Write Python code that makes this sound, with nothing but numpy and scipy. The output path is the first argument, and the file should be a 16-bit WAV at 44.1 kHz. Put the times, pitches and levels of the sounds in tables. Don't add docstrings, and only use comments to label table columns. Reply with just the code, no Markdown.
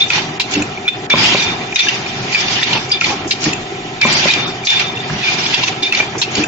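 import sys
import numpy as np
from scipy import signal
from scipy.io import wavfile
from scipy.ndimage import uniform_filter1d, minimum_filter1d

SR = 44100
rng = np.random.default_rng(int(sys.argv[2]) if len(sys.argv) > 2 else 0)


def volts(x):
    e = np.asarray(x, float) / 20
    return 10 ** e


def dump(signal):
    limited = np.clip(np.atleast_2d(signal).T, -1, 1)
    pcm = np.round(limited * 32767).astype(np.int16)
    wavfile.write(sys.argv[1], SR, pcm)


N = 285327
CYCLE_S, CUTOFF_HZ = 2.911, 8000

# pitch_hz [Hz], level_db [dB], t60_s [s]
FRAME_MODES = [(2374, 0, .2), (2445, -4, .12), (3572, -2, .2), (3603, -3, .2), (2760, -6, .08),
               (4795, -10, .12), (5940, -14, .08), (3200, -9, .08), (4250, -11, .08)]
ARM_RINGS = {"latch": [(0, 3670, -17.5), (.027, 2375, -35.5), (.027, 3510, -23)], "clamp": [(0, 2587, -3.5),
             (0, 3550, -28.5)], "rebound": [(0, 2369, -10), (0, 4330, -15)], "lift": [(0, 2750, -16),
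             (0, 3805, -15.5), (0, 3350, -27.5), (.003, 3700, -22.5), (.003, 4540, -25.5),
             (0.0034, 2750, -12.5)], "swing": [(0, 2750, -16), (0, 4440, -18), (0, 5340, -23),
             (0, 6850, -16.5), (.017, 2340, -21.5)], "stop": [(0, 2448, -6.5), (0, 3560, -4)],
             "drop": [(0, 2632, -17), (0, 7020, -20)]}
STATION_RINGS = {"carriage": [(0, 2360, -4.5), (0, 3770, -12.5), (.011, 2360, -7.5), (.051, 2510, -10),
                 (.091, 2480, -28.5)], "brake": [(0, 3760, -22), (0, 2450, -22)], "catch": [(0, 2480, -15),
                 (0, 3670, -28.5)], "press": [(-.035, 2370, -24), (0, 2543, -9.5), (0, 3790, -8),
                 (.0315, 2450, -18), (.0315, 3500, -12.5)], "seal": [(0, 2657, -8.5), (0, 3080, -14.5)],
                 "pusher": [(0, 2410, -11.5), (0, 4810, -24)], "gate": [(0, 2833, -17.5), (0, 4014, -23)],
                 "return": [(0, 2750, -8), (0, 5490, -29.5), (.043, 2580, -13)]}
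STRAY_RINGS = {"stray": [(.0159, 3600, -12), (.3975, 2390, -12.5), (.398, 4000, -14.5), (6.2145, 4250, -13),
               (3.3075, 4300, -13), (5.932, 2200, -13), (3.019, 2200, -15), (1.7635, 3600, -15),
               (5.228, 2600, -21), (5.233, 3600, -24), (.7721, 2360, -23.5), (5.828, 4830, -25),
               (1.3508, 2307, -10.5), (1.8009, 2620, -6.5), (1.8009, 3520, -5), (2.1, 3150, -30),
               (2.0597, 2450, -22), (2.9, 2370, -22.5), (2.4813, 2290, -23), (3.1, 2600, -21),
               (2.6279, 3550, -8), (2.915, 4994, -8), (5.5388, 3500, -11.5), (.5517, 2700, -16.5),
               (.1864, 2620, -21), (4.2254, 2830, -17), (5, 3740, -24.5), (4.7686, 2520, -20),
               (4.9691, 2860, -22.5), (5.435, 5100, -21), (5.4595, 2390, -17.5), (5.4595, 3405, -16),
               (5.9985, 2360, -6), (6.004, 2400, -14)]}
ALL_RINGS = {**ARM_RINGS, **STATION_RINGS, **STRAY_RINGS}


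def rms_one(x):
    return x / np.sqrt(np.mean(x ** 2) + 1e-20)


def peak_one(x):
    return x / np.mean(np.abs(x).max(axis=1))


def at_hz(points, hz):
    table_hz, value = np.array(points).T
    return np.interp(np.log(hz), np.log(table_hz), value)


def drift(rate_hz):
    r = np.exp(-80 * np.pi * rate_hz / SR)
    slow = signal.lfilter([1], [1, -2 * r, r * r], rng.standard_normal(N // 40 + 2002))[2000:]
    return np.interp(np.arange(N) / 40, np.arange(len(slow)), rms_one(slow))


def ring(force, hz, t60_s):
    r, w = volts(-60 / (t60_s * SR)), 2 * np.pi * hz / SR
    return signal.lfilter([0, np.sin(w)], [1, -2 * r * np.cos(w), r * r], force + 1e-18)


def blow(size, contact_s):
    t = np.arange(size) / SR
    return rng.standard_normal((2, size)) * (t / contact_s) * np.exp(-t / contact_s)


def two_ears(mid, side, hz):
    # pitch_hz [Hz], left-right likeness [-1 to 1]
    likeness = [(60, 0.99), (120, 0.97), (240, 1), (480, 0.84), (970, 0.19), (1950, -0.098), (3900, -0.12),
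                (7830, 1)]
    # pitch_hz [Hz], left minus right [dB]
    balance = [(60, 3), (100, -1), (180, 1), (300, 0), (520, 1), (900, 1.5), (1540, -1), (2650, -3),
               (4560, 1), (7830, -1.5)]
    alike = np.clip(at_hz(likeness, hz), -1, 1)
    lean = volts(at_hz(balance, hz) / 2 * np.array([[1], [-1]]))
    return lean * (np.sqrt(1 + alike) * mid + np.sqrt(1 - alike) * side * [[1], [-1]]) / np.sqrt(2)


def banded_noise(spectrum, patchy_db):
    low_hz, top_hz = spectrum[0][0], min(spectrum[-1][0], 9000)
    edges = np.geomspace(low_hz, top_hz, int(2 * np.log2(top_hz / low_hz)) + 2)
    out, together, white = 0, drift(13.0), rng.standard_normal((2, 2, N))
    for k, (low, high) in enumerate(zip(edges, edges[1:])):
        band = signal.butter(2, [low, high], "band", fs=SR, output="sos")
        mid, side = signal.sosfilt(band, white[k % 2])
        hz = np.sqrt(low * high)
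        level_db = at_hz(spectrum, hz) + patchy_db * (together + drift(7.0))
        out = out + volts(level_db) * two_ears(mid, side, hz)
    return rms_one(out)


def cycle_db(moves, idle_db):
    t, power = np.arange(N) / SR, volts(2 * idle_db)
    for start, rise, hold, db, fall in moves:
        since = (t - start) % CYCLE_S
        swell_db = -17 * np.clip(1 - since / rise, 0, 1)
        fall_db = -fall * np.maximum(since - rise - hold, 0)
        power = power + volts(2 * (db + swell_db + fall_db))
    return 10 * np.log10(power)


def played(parts):
    strokes = {"latch": [(.0054, -3), (2.9168, -2), (5.8272, 0.5)], "clamp": [(.1032, 3), (3.0116, 3.5),
               (5.9244, 3)], "rebound": [(.1321, -4), (3.0415, -0.5), (5.9474, 2)], "lift": [(.3985, 0.5),
               (3.3089, 0.5), (6.2158, 0)], "swing": [(.5367, -4.5), (3.4396, -3.5), (6.3515, -4)],
               "drop": [(.6205, -2), (3.5304, 0.5), (6.4368, -1)], "carriage": [(1.1024, -7.5),
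               (4.0158, -2.5)], "brake": [(1.3944, 2.5), (4.3006, 8.5), ], "catch": [(1.4206, -2),
               (4.3335, -1)], "press": [(1.7584, 4), (4.6698, 0.5)], "seal": [(1.8831, -0.5),
               (4.7924, -7.5)], "pusher": [(2.3276, -11), (2.3466, 7), (2.3545, 5), (5.23, -19),
               (5.2437, -1), (5.273, -2)], "gate": [(2.6279, 2), (5.5388, 6.5)], "return": [(2.7287, -8),
               (5.6341, 0)], "stop": [(.8785, 4)], "stray": [(0.00063, -0.5)]}
    events = []
    for name, rows in parts.items():
        for delay, *rest in rows:
            events += [(s + delay, *rest[:-1], rest[-1] + db) for s, db in strokes[name]]
    return events


def hall_noise():
    # pitch_hz [Hz], density_db [dB per Hz]
    spectrum = [(15, -61), (25, -3), (54, -28.5), (131, 1), (263, -9), (378, -0.5), (555, -20), (740, -8.5),
                (1170, -21.5), (2400, -4), (3130, -15), (5570, -18.5), (7800, -23), (10100, -63),
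                (17200, -120)]
    return volts(-27.5) * banded_noise(spectrum, patchy_db=0.9)


def pump(level_db):
    # multiple of the turning rate [count], level_db [dB rms]
    tones = [(7, -66), (8, -44), (12, -61.5), (13, -55), (14, -49), (15, -42.5), (17, -52.5), (18, -52.5),
             (19, -45.5), (22, -47), (23, -42.5), (24, -41), (25, -36.5), (26, -53.5), (27, -46),
             (30, -53.5), (34, -70), (41, -44.5), (42, -48.5), (46, -39), (47, -41.5), (48, -40), (49, -40),
             (51, -46), (52, -40.5), (54, -54.5), (63, -55), (66, -48), (72, -70.5), (84, -44)]
    turning_hz = 15.641
    turn, out = 2 * np.pi * turning_hz * np.arange(N) / SR, 0
    for (multiple, db), phase in zip(tones, rng.uniform(0, 2 * np.pi, len(tones))):
        angle = multiple * turn + phase
        out = out + volts(db + level_db) * two_ears(np.sin(angle), np.cos(angle), multiple * turning_hz)
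    return np.sqrt(2) * out


def slide_rumble():
    # pitch_hz [Hz], density_db [dB per Hz]
    spectrum = [(24, -60.5), (40, -34), (134, 1.5), (284, -8), (384, 5), (436, -14.5), (786, -6),
                (1800, -13), (2340, -42), (3960, -120)]
    # start_s [s], rise_s [s], hold_s [s], level_db [dB], fall [dB per s]
    travels = [
        (.1, 0.0056, 0.0057, -15, 65),
        (.4, 0.14, 0.025, -22, 46),
        (1.1, 0.038, 0.0068, -11, 54),
        (1.26, 0.088, 0.0086, -21, 65.5),
        (1.43, 0.031, 0.092, -22, 82),
        (1.78, 0.094, 0.035, -20.5, 66.5),
        (2.05, 0.13, 0.041, -24.5, 55),
        (2.36, 0.019, 0.16, -23.5, 22.5),
        (2.63, 0.098, 0.011, -17.5, 116),
    ]
    return volts(cycle_db(travels, idle_db=-30.5) - 2.5) * banded_noise(spectrum, patchy_db=1.0)


def blasts(level_db):
    # pitch_hz [Hz], density_db [dB per Hz]
    spectrum = [(530, -24.5), (900, 5.5), (1380, -19), (1500, 0), (2260, 7), (3620, 5), (4950, -2.5),
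                (7600, -10), (9880, -55.5), (16700, -120)]
    # start_s [s], rise_s [s], hold_s [s], level_db [dB], fall [dB per s]
    valves = [(0.0, 0.0006, 0.012, -30, 151), (.1, 0.002, 0.055, -19.5, 149.5),
              (.46, 0.083, 0.029, -24.5, 179), (1.1, 0.0015, 0.047, -25.5, 78), (1.1, 0.079, 0.17, -19, 75),
              (1.36, 0.0088, 0.0095, -22.5, 136.5), (1.757, 0.0037, 0.056, -19.5, 151),
              (1.883, 0.0033, 0.011, -22, 158), (1.95, 0.4, 0.061, -24.5, 194.5),
              (2.3, 0.046, 0.025, -23.5, 68), (2.4, 0.097, 0.24, -24, 168), (2.7, 0.04, 0.022, -23, 172.5)]
    # pitch_hz [Hz], width_hz [Hz], level_db [dB]
    nozzles = [(5100, 1900, -11), (5790, 130, -23), (2940, 1000, -14)]
    hiss = banded_noise(spectrum, patchy_db=1.1)
    for hz, width_hz, db in nozzles:
        band = signal.butter(2, [hz - width_hz / 2, hz + width_hz / 2], "band", fs=SR, output="sos")
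        whistle = rms_one(signal.sosfilt(band, rng.standard_normal((2, N))))
        hiss = hiss + volts(db + 5.3 * drift(5.5)) * whistle
    return volts(cycle_db(valves, idle_db=-51.5) + level_db + 0.6 * drift(45.0)) * hiss


def vents(rise_s, fall_s):
    # start_s [s], length_s [s], pitch_hz [Hz], width_hz [Hz], level_db [dB]
    puffs = [(0.079, 0.027, 6000, 2210, -29), (0.507, 0.026, 6170, 2200, -23.5),
             (1.177, 0.12, 4970, 500, -18.5), (1.227, 0.02, 7500, 700, -24.5),
             (1.392, 0.052, 5940, 396, -23.5), (1.742, 0.11, 5770, 910, -22.5),
             (2.062, 0.034, 5450, 300, -32), (2.155, 0.036, 5420, 300, -36), (2.322, .03, 4940, 400, -23),
             (2.5, 0.049, 4960, 300, -27), (2.889, 0.015, 5650, 1490, -28.5),
             (3.004, .03, 5800, 2180, -20.5), (3.273, 0.049, 6370, 2400, -26.5),
             (3.404, 0.051, 6600, 2220, -26.5), (4.051, 0.027, 7070, 704, -22.5),
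             (4.105, 0.1, 4720, 500, -18), (4.12, 0.032, 7460, 800, -19), (4.33, 0.023, 5600, 500, -34),
             (4.645, 0.064, 5400, 2200, -21), (5.38, 0.0295, 5420, 604, -23),
             (5.631, 0.051, 6050, 700, -22), (5.97, 0.035, 5970, 394, -25), (6.178, 0.036, 6200, 2000, -22),
             (6.304, 0.088, 6640, 1800, -33)]
    out, size = np.zeros((2, N + SR)), SR // 4
    t = np.arange(size) / SR
    for s, length, hz, width_hz, db in puffs:
        band = signal.butter(2, [hz - width_hz / 2, hz + width_hz / 2], "band", fs=SR, output="sos")
        shape = np.minimum(t / rise_s, 1) * np.exp(-np.maximum(t - length, 0) / fall_s)
        hiss = rms_one(signal.sosfilt(band, rng.standard_normal((2, size))))
        start = round(s * SR)
        out[:, start:start + size] += volts(db) * shape * hiss
    return out[:, :N]


def loose_rattle(level_db, taps_per_s, spread_db):
    # start_s [s], rise_s [s], hold_s [s], level_db [dB], fall [dB per s]
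    shakes = [
        (0.0, 0.0034, 0.041, -16.5, 210),
        (.1, .004, 0.016, -10.5, 132.5),
        (.45, 0.15, 0.0093, -33, 95),
        (1.1, 0.02, 0.019, -12.5, 53),
        (1.3, 0.0087, 0.19, -16.5, 87),
        (1.758, 0.0019, 0.055, -7.5, 120),
        (1.883, .003, 0.018, -21.5, 91),
        (2.0, 0.025, 0.13, -25.5, 113),
        (2.33, 0.034, 0.099, -18.5, 28),
        (2.55, 0.11, 0.082, -19, 205),
    ]
    strength_db = spread_db * np.minimum(rng.exponential(1, (2, N)), 4)
    taps = (rng.random((2, N)) < taps_per_s / SR) * volts(strength_db)
    loose = 0
    for k, (hz, db, t60) in enumerate(FRAME_MODES):
        shifted = np.roll(taps, 9001 * k, axis=1)
        loose = loose + volts(db) * rms_one(ring(shifted, hz, 0.24 * t60))
    return volts(cycle_db(shakes, idle_db=-33) + level_db) * rms_one(loose)


def thuds():
    # start_s [s], body_db [dB], pitch_hz [Hz], t60_s [s], knock_db [dB]
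    landings = [(0.548, -7.5, 298.3, 0.22, -25), (0.575, -15, 190, 0.064, -25),
                (2.749, -16.5, 876, 0.061, -11), (3.091, -14, 815, 0.07, -34),
                (3.244, -15.5, 320, 0.075, -14.5), (3.458, -6, 305, 0.045, -14),
                (5.097, -11, 149, 0.2, -12), (5.673, -17.5, 755, 0.048, -24),
                (5.999, -16.5, 896, 0.043, -4.5), (6.365, -8, 303.5, 0.13, -18),
                (6.384, -17, 344.5, 0.16, -13.5), (0.595, -12.5, 301, 0.063, -21),
                (2.2, -20, 197, 0.14, -22), (6.15, -17, 339, 0.087, -12.5), (5.8, -19.5, 293, 0.054, -27)]
    out, size = np.zeros((2, N + SR)), SR // 3
    dull = signal.butter(2, [180, 1150], "band", fs=SR, output="sos")
    for s, db, hz, t60, knock_db in landings:
        force = two_ears(*blow(size, contact_s=.013), 300)
        knock = two_ears(*blow(size, contact_s=.0035), 400)
        body = ring(force, hz, t60) + 0.35 * ring(force, 1.32 * hz, t60) + 0.38 * ring(force, .71 * hz, t60)
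        start = round(s * SR)
        out[:, start:start + size] += volts(db + 1.0) * peak_one(body)
        out[:, start:start + size] += volts(knock_db) * peak_one(signal.sosfilt(dull, knock))
    return signal.sosfilt(signal.butter(2, 70, "high", fs=SR, output="sos"), out[:, :N])


def jolts():
    # start_s [s], then the level of each carriage mode in order [dB]
    hits = [
        (1.139, -8.5, -17, 2.5, -17, 1),
        (1.348, -20, -10.5, -0.5, -12, -7.5),
        (4.052, -6, -14, -3, -19, -2),
        (4.257, -16, -12, -1.5, -23, -15),
    ]
    # pitch_hz [Hz], t60_s [s]
    modes = [(240, 0.082), (400, 0.074), (580, 0.02), (780, .04), (1030, 0.04)]
    out = np.zeros(N)
    for k, (hz, t60) in enumerate(modes):
        clicks = np.zeros(N)
        clicks[[round(row[0] * SR) for row in hits]] = volts(np.array(hits)[:, k + 1])
        out += ring(clicks, hz, t60)
    return signal.sosfilt(signal.butter(2, 130, "high", fs=SR, output="sos"), uniform_filter1d(out, size=9))


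def knocks():
    # start_s [s], peak_db [dB], pitch_hz [Hz]
    contacts = [(0.103, -5, 1385), (0.178, -6.5, 850), (0.398, -10, 960), (0.541, -23, 1800),
                (0.615, -19, 1420), (0.879, -9, 1460), (1.1, -6.5, 1730), (1.2899, -12, 2010),
                (1.3211, -9, 1080), (1.8678, -13.5, 1680), (1.887, -4, 1960), (2.588, -12.5, 1790),
                (2.628, -8, 1920), (2.7261, -7, 890), (3.015, -0.5, 1355), (3.46, -8, 1860),
                (4.0138, -7, 1710), (4.7854, -24, 1950), (5.385, -14.5, 1614), (5.434, -25, 931),
                (5.4818, -20, 920), (5.5407, -2.5, 980), (5.634, -3, 1003), (5.928, -6, 1345),
                (6.2161, -10, 940), (6.4417, -15, 1630)]
    out, size = np.zeros((2, N + SR)), SR // 10
    for s, db, hz in contacts:
        force = two_ears(*blow(size, contact_s=.0015), 600)
        start = round(s * SR)
        out[:, start:start + size] += volts(db - 3) * peak_one(ring(force, hz, t60_s=.035))
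    return signal.sosfilt(signal.butter(2, 600, "high", fs=SR, output="sos"), out[:, :N])


def struck_frame(level_db, reach_hz):
    s, ring_hz, ring_db = np.transpose(played(ALL_RINGS))
    start, struck = (s * SR).astype(int) + 130, 0
    for hz, db, t60 in FRAME_MODES:
        clicks = np.zeros((2, N))
        near = volts(ring_db) * (abs(ring_hz - hz) < reach_hz)
        np.add.at(clicks[0], start, near)
        np.add.at(clicks[1], start + round(SR / hz / 4), near)
        struck = struck + volts(db + level_db) * ring(clicks, hz, t60)
    return struck


def sings(rough, lead):
    # start_s [s], pitch_hz [Hz], level_db [dB], hold_s [s], t60_s [s]
    notes_sung = [(.003, 3610, -7, 0.029, .08), (0.849, 2390, -22.5, .025, .05),
                  (1.104, 3560, -7, 0.029, .15), (1.099, 2385, -9, 0.033, .1), (1.151, 2365, -14, .04, .08),
                  (1.16, 3560, -22, .03, .1), (1.391, 2390, -19, .04, .1), (1.43, 3600, -21.5, 0.1, .2),
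                  (1.789, 3580, -9.5, .028, .1), (2.364, 2345, -13.5, 0.027, 0.14),
                  (2.92, 3570, -12, 0.024, 0.2), (2.942, 2400, -20, 0.018, 0.16),
                  (4.017, 2360, -7.5, 0.051, 0.19), (4.019, 3545, -20, 0.043, .2),
                  (4.669, 3536, -5, 0.04, 0.22), (4.686, 2420, -11, .03, .15), (4.759, 3600, -16, .025, .1),
                  (4.849, 3600, -22, .04, 0.18), (4.36, 3620, -21.5, .12, .3),
                  (4.331, 2400, -20.5, 0.037, .3), (5.546, 2750, -17, .02, .1),
                  (5.236, 2407, -10, .018, .04), (5.265, 2379, -8, 0.015, 0.14),
                  (5.828, 3613, -11.5, .012, 0.26), (5.832, 2396, -23, 0.043, .15),
                  (0.404, 2705, -17, .018, .07), (6.227, 2640, -18, .012, 0.089)]
    rise_s, scoop, scoop_s, beat_hz, beat_depth = .004, 0.051, .007, 62.3, 0.38
    out, size = np.zeros((2, N + SR)), SR // 4
    t = np.arange(size) / SR
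    beat = 1 + beat_depth * np.sin(2 * np.pi * beat_hz * t - np.pi / 2)
    bend = t - scoop * scoop_s * (1 - np.exp(-t / scoop_s))
    for s, hz, db, hold, t60 in notes_sung:
        shape = (1 - np.exp(-t / rise_s)) * volts(-60 * np.maximum(t - hold, 0) / t60)
        angle = 2 * np.pi * hz * bend + rough * np.cumsum(rng.standard_normal(size))
        start = round(s * SR)
        out[:, start:start + size] += volts(db) * shape * beat * np.sin(angle + np.array([[0], [lead]]))
    return out[:, :N]


def on_frame(hz, reach):
    modes_hz = np.array(FRAME_MODES)[:, 0]
    nearest = modes_hz[np.argmin(abs(modes_hz - hz))]
    return nearest if abs(nearest / hz - 1) < reach else hz


def crack(size, band, contact_s):
    force = blow(size, contact_s) * np.minimum(np.arange(size) / 100, 1)
    pitches_hz = 2400 * 2 ** rng.uniform(0, 1.15, 4)
    body = sum(ring(force, hz, t60_s=0.015) for hz in pitches_hz)
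    return peak_one(peak_one(signal.sosfilt(band, force)) + volts(-7) * peak_one(body))


def clacks(crack_db, ring_db, rough, scoop, lead):
    cracks = {"latch": [(0.0026, -3.5)], "clamp": [(0, 5), (.08, -11)], "rebound": [(0.002, 1.5)],
              "lift": [(-.001, 6.5), (.004, 4), (.011, 4), (.018, -0.5)], "swing": [(0, 5), (.017, -5.5)],
              "drop": [(0.001, -7.5)], "carriage": [(-.003, 9), (.051, -2), (.091, 1.5)],
              "brake": [(0.0067, -3.5)], "catch": [(0.003, 5.5)], "press": [(0, 8.5), (.0315, 5.5)],
              "seal": [(0.0013, 8)], "pusher": [(0.0028, -14.5)], "gate": [(0.0039, 5)],
              "return": [(0, 10.5), (.043, -1.5)], "stop": [(.002, -17)], "stray": [(1.8009, 8),
              (1.9038, -11), (2.0597, -14), (2.4813, -1.5), (2.5805, -4), (4.2254, -13), (4.7686, -12),
              (5.3857, -15.5), (5.9694, 0)]}
    swells = {"latch": 0.0028, "clamp": .0014, "rebound": 0.0022, "lift": 0.0026, "swing": 0.0022, "drop":
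              .002, "carriage": 0.003, "brake": 0.0041, "catch": 0.0016, "press": 0.0028, "seal": 0.0034,
              "pusher": .0017, "gate": 0.0029, "return": 0.0035, "stop": 0.0036, "stray": 0.0028}
    damping = 1.5
    out, size = np.zeros((2, N + SR)), SR // 12
    crack_band = signal.butter(2, [2100, 5000], "band", fs=SR, output="sos")
    t = np.arange(size) / SR
    for name, swell_s in swells.items():
        shape = ((t / swell_s / 2) ** 2 * np.exp(2 - t / swell_s)) ** damping
        bend = t - scoop * swell_s * (1 - np.exp(-t / swell_s))
        for s, db in played({name: cracks[name]}):
            start = round(s * SR) - 50
            out[:, start:start + size] += volts(db + crack_db) * crack(size, crack_band, 1.2 * swell_s)
        for s, hz, db in played({name: ALL_RINGS[name]}):
            wander = rough * np.cumsum(rng.standard_normal(size))
            angle = 2 * np.pi * on_frame(hz, reach=.04) * bend + wander
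            start = round(s * SR) - 50
            out[:, start:start + size] += volts(db + ring_db) * shape * np.sin(angle + np.array([[0], [lead]]))
    return out[:, :N]


def hall_echo(x):
    t = np.arange(SR * 3 // 4) / SR
    tail = rng.standard_normal((2, len(t))) * volts(-60 * t / .2) * (t > .006)
    tail /= np.sqrt(np.sum(tail ** 2, axis=1, keepdims=True))
    return volts(-13) * signal.fftconvolve(x, tail, axes=1)[:, :N]


def ducking(near, above_db, share, smooth_s):
    size = round(smooth_s * SR)
    level_db = 10 * np.log10(uniform_filter1d(np.mean(near ** 2, axis=0), size=size) + 1e-12)
    return volts(-share * uniform_filter1d(np.maximum(level_db - above_db, 0), size=size))


def scene():
    behind = hall_noise() + pump(level_db=1.0) + slide_rumble()
    air = blasts(level_db=5.0) + vents(rise_s=0.005, fall_s=0.009)
    steel = loose_rattle(level_db=-4.5, taps_per_s=660.0, spread_db=4.5)
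    steel = steel + struck_frame(level_db=-26, reach_hz=129)
    landings = thuds() + volts(2.0) * jolts() + knocks()
    hits = sings(rough=.055, lead=1.62)
    hits = hits + clacks(crack_db=-6.5, ring_db=7.0, rough=0.09, scoop=0.054, lead=1.36)
    behind = ducking(hits, above_db=-22, share=0.3, smooth_s=.03) * behind
    return behind + air + steel + landings + hits + hall_echo(hits)


def limiter(x, ceiling_db, release_db_per_s, attack_s):
    over = np.maximum(20 * np.log10(np.abs(x).max(axis=0) + 1e-9) - ceiling_db, 0)
    climb = release_db_per_s * np.arange(N) / SR
    held = np.maximum.accumulate(over + climb) - climb
    r = np.exp(-1 / (attack_s * SR))
    return x * volts(-signal.lfilter([1 - r], [1, -r], held))


def starve(x):
    # low_hz [Hz], high_hz [Hz], share of frames [0 to 1]
    gaps = [(4100, 4400, .02), (5200, 5600, .02), (5800, 6300, .06), (6300, 6900, .1), (6900, 7300, .18),
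            (7300, 7900, .34)]
    mottle_db, mottle_from_hz, mottle_band_hz = 2, 1100, 260
    hz, _, z = signal.stft(x, SR, nperseg=2048)
    power = np.sum(abs(z) ** 2, axis=0)
    error = rng.standard_normal((100, power.shape[1]))[(hz // mottle_band_hz).astype(int)]
    z *= volts(mottle_db * error * (hz > mottle_from_hz)[:, None])
    for low, high, share in gaps:
        band = (hz >= low) & (hz < high)
        chance = volts(rng.normal(0, 5, power.shape[1]))
        weight = (power[band].sum(axis=0) / power.sum(axis=0)) ** .12 * chance
        z[:, band] *= np.where(weight < np.quantile(weight, share), .004, 1)
    return signal.istft(z, SR, nperseg=2048)[1][:, :N]


def thin_treble(x):
    # attack_s [s], gap_s [s], above_hz [Hz], loss_db [dB]
    moments = [
        (.396, .014, 2800, -11),
        (1.096, .028, 1700, -14),
    ]
    t = np.arange(N) / SR
    for s, gap, hz, db in moments:
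        treble = signal.sosfiltfilt(signal.butter(4, hz, "high", fs=SR, output="sos"), x)
        gate = uniform_filter1d(1. * (t > s - gap) * (t < s), size=130)
        x = x - (1 - volts(db)) * gate * treble
    return x


def under_full_scale(x, top):
    gain = np.minimum(1, top / (np.abs(x).max(axis=0) + 1e-9))
    return x * uniform_filter1d(minimum_filter1d(gain, size=201), size=201)


def overloads():
    # start_s [s], length_s [s], level_db [dB], left minus right [dB]
    spits = [(0.113, 0.0011, -46, -23), (.119, .001, -54, -20), (0.4, .01, -36, -8), (.414, .007, -46, -6),
             (1.0984, .002, -58, 10), (1.7569, .001, -55, -24), (3.0116, .001, -54, -15),
             (3.528, .012, -61, 20), (5.899, 0.041, -58.5, -18), (5.9224, 0.0012, -36, -12),
             (6.4418, 0.0016, -54, 9)]
    t, gate = np.arange(N) / SR, np.zeros((2, N))
    for s, length, db, lean_db in spits:
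        gate += volts(db + lean_db / 2 * np.array([[1], [-1]]) + 8.5) * ((t > s) & (t < s + length))
    spit = uniform_filter1d(gate, size=21) * rng.standard_normal((2, N))
    spit = signal.sosfilt(signal.butter(6, CUTOFF_HZ, "high", fs=SR, output="sos"), spit)
    spit = signal.sosfilt(signal.butter(5, 8600, fs=SR, output="sos"), spit)
    return signal.sosfilt(signal.cheby2(10, 50, 15000, fs=SR, output="sos"), spit)


def low_pass(x):
    return signal.sosfilt(signal.butter(12, 15000, fs=SR, output="sos"), x)


def record(dry):
    x = signal.sosfilt(signal.butter(2, 22, "high", fs=SR, output="sos"), dry)
    x = limiter(x, ceiling_db=1.5, release_db_per_s=140.0, attack_s=0.001)
    x = np.tanh(x / 1.4) * 1.25
    x = signal.sosfilt(signal.cheby2(20, 60, CUTOFF_HZ, fs=SR, output="sos"), x)
    x = under_full_scale(thin_treble(starve(x)), top=.92)
    x = signal.sosfiltfilt(signal.cheby2(12, 40, CUTOFF_HZ + 500, fs=SR, output="sos"), x)
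    return low_pass(x + overloads())


dry = scene()
out = record(dry)
dump(out)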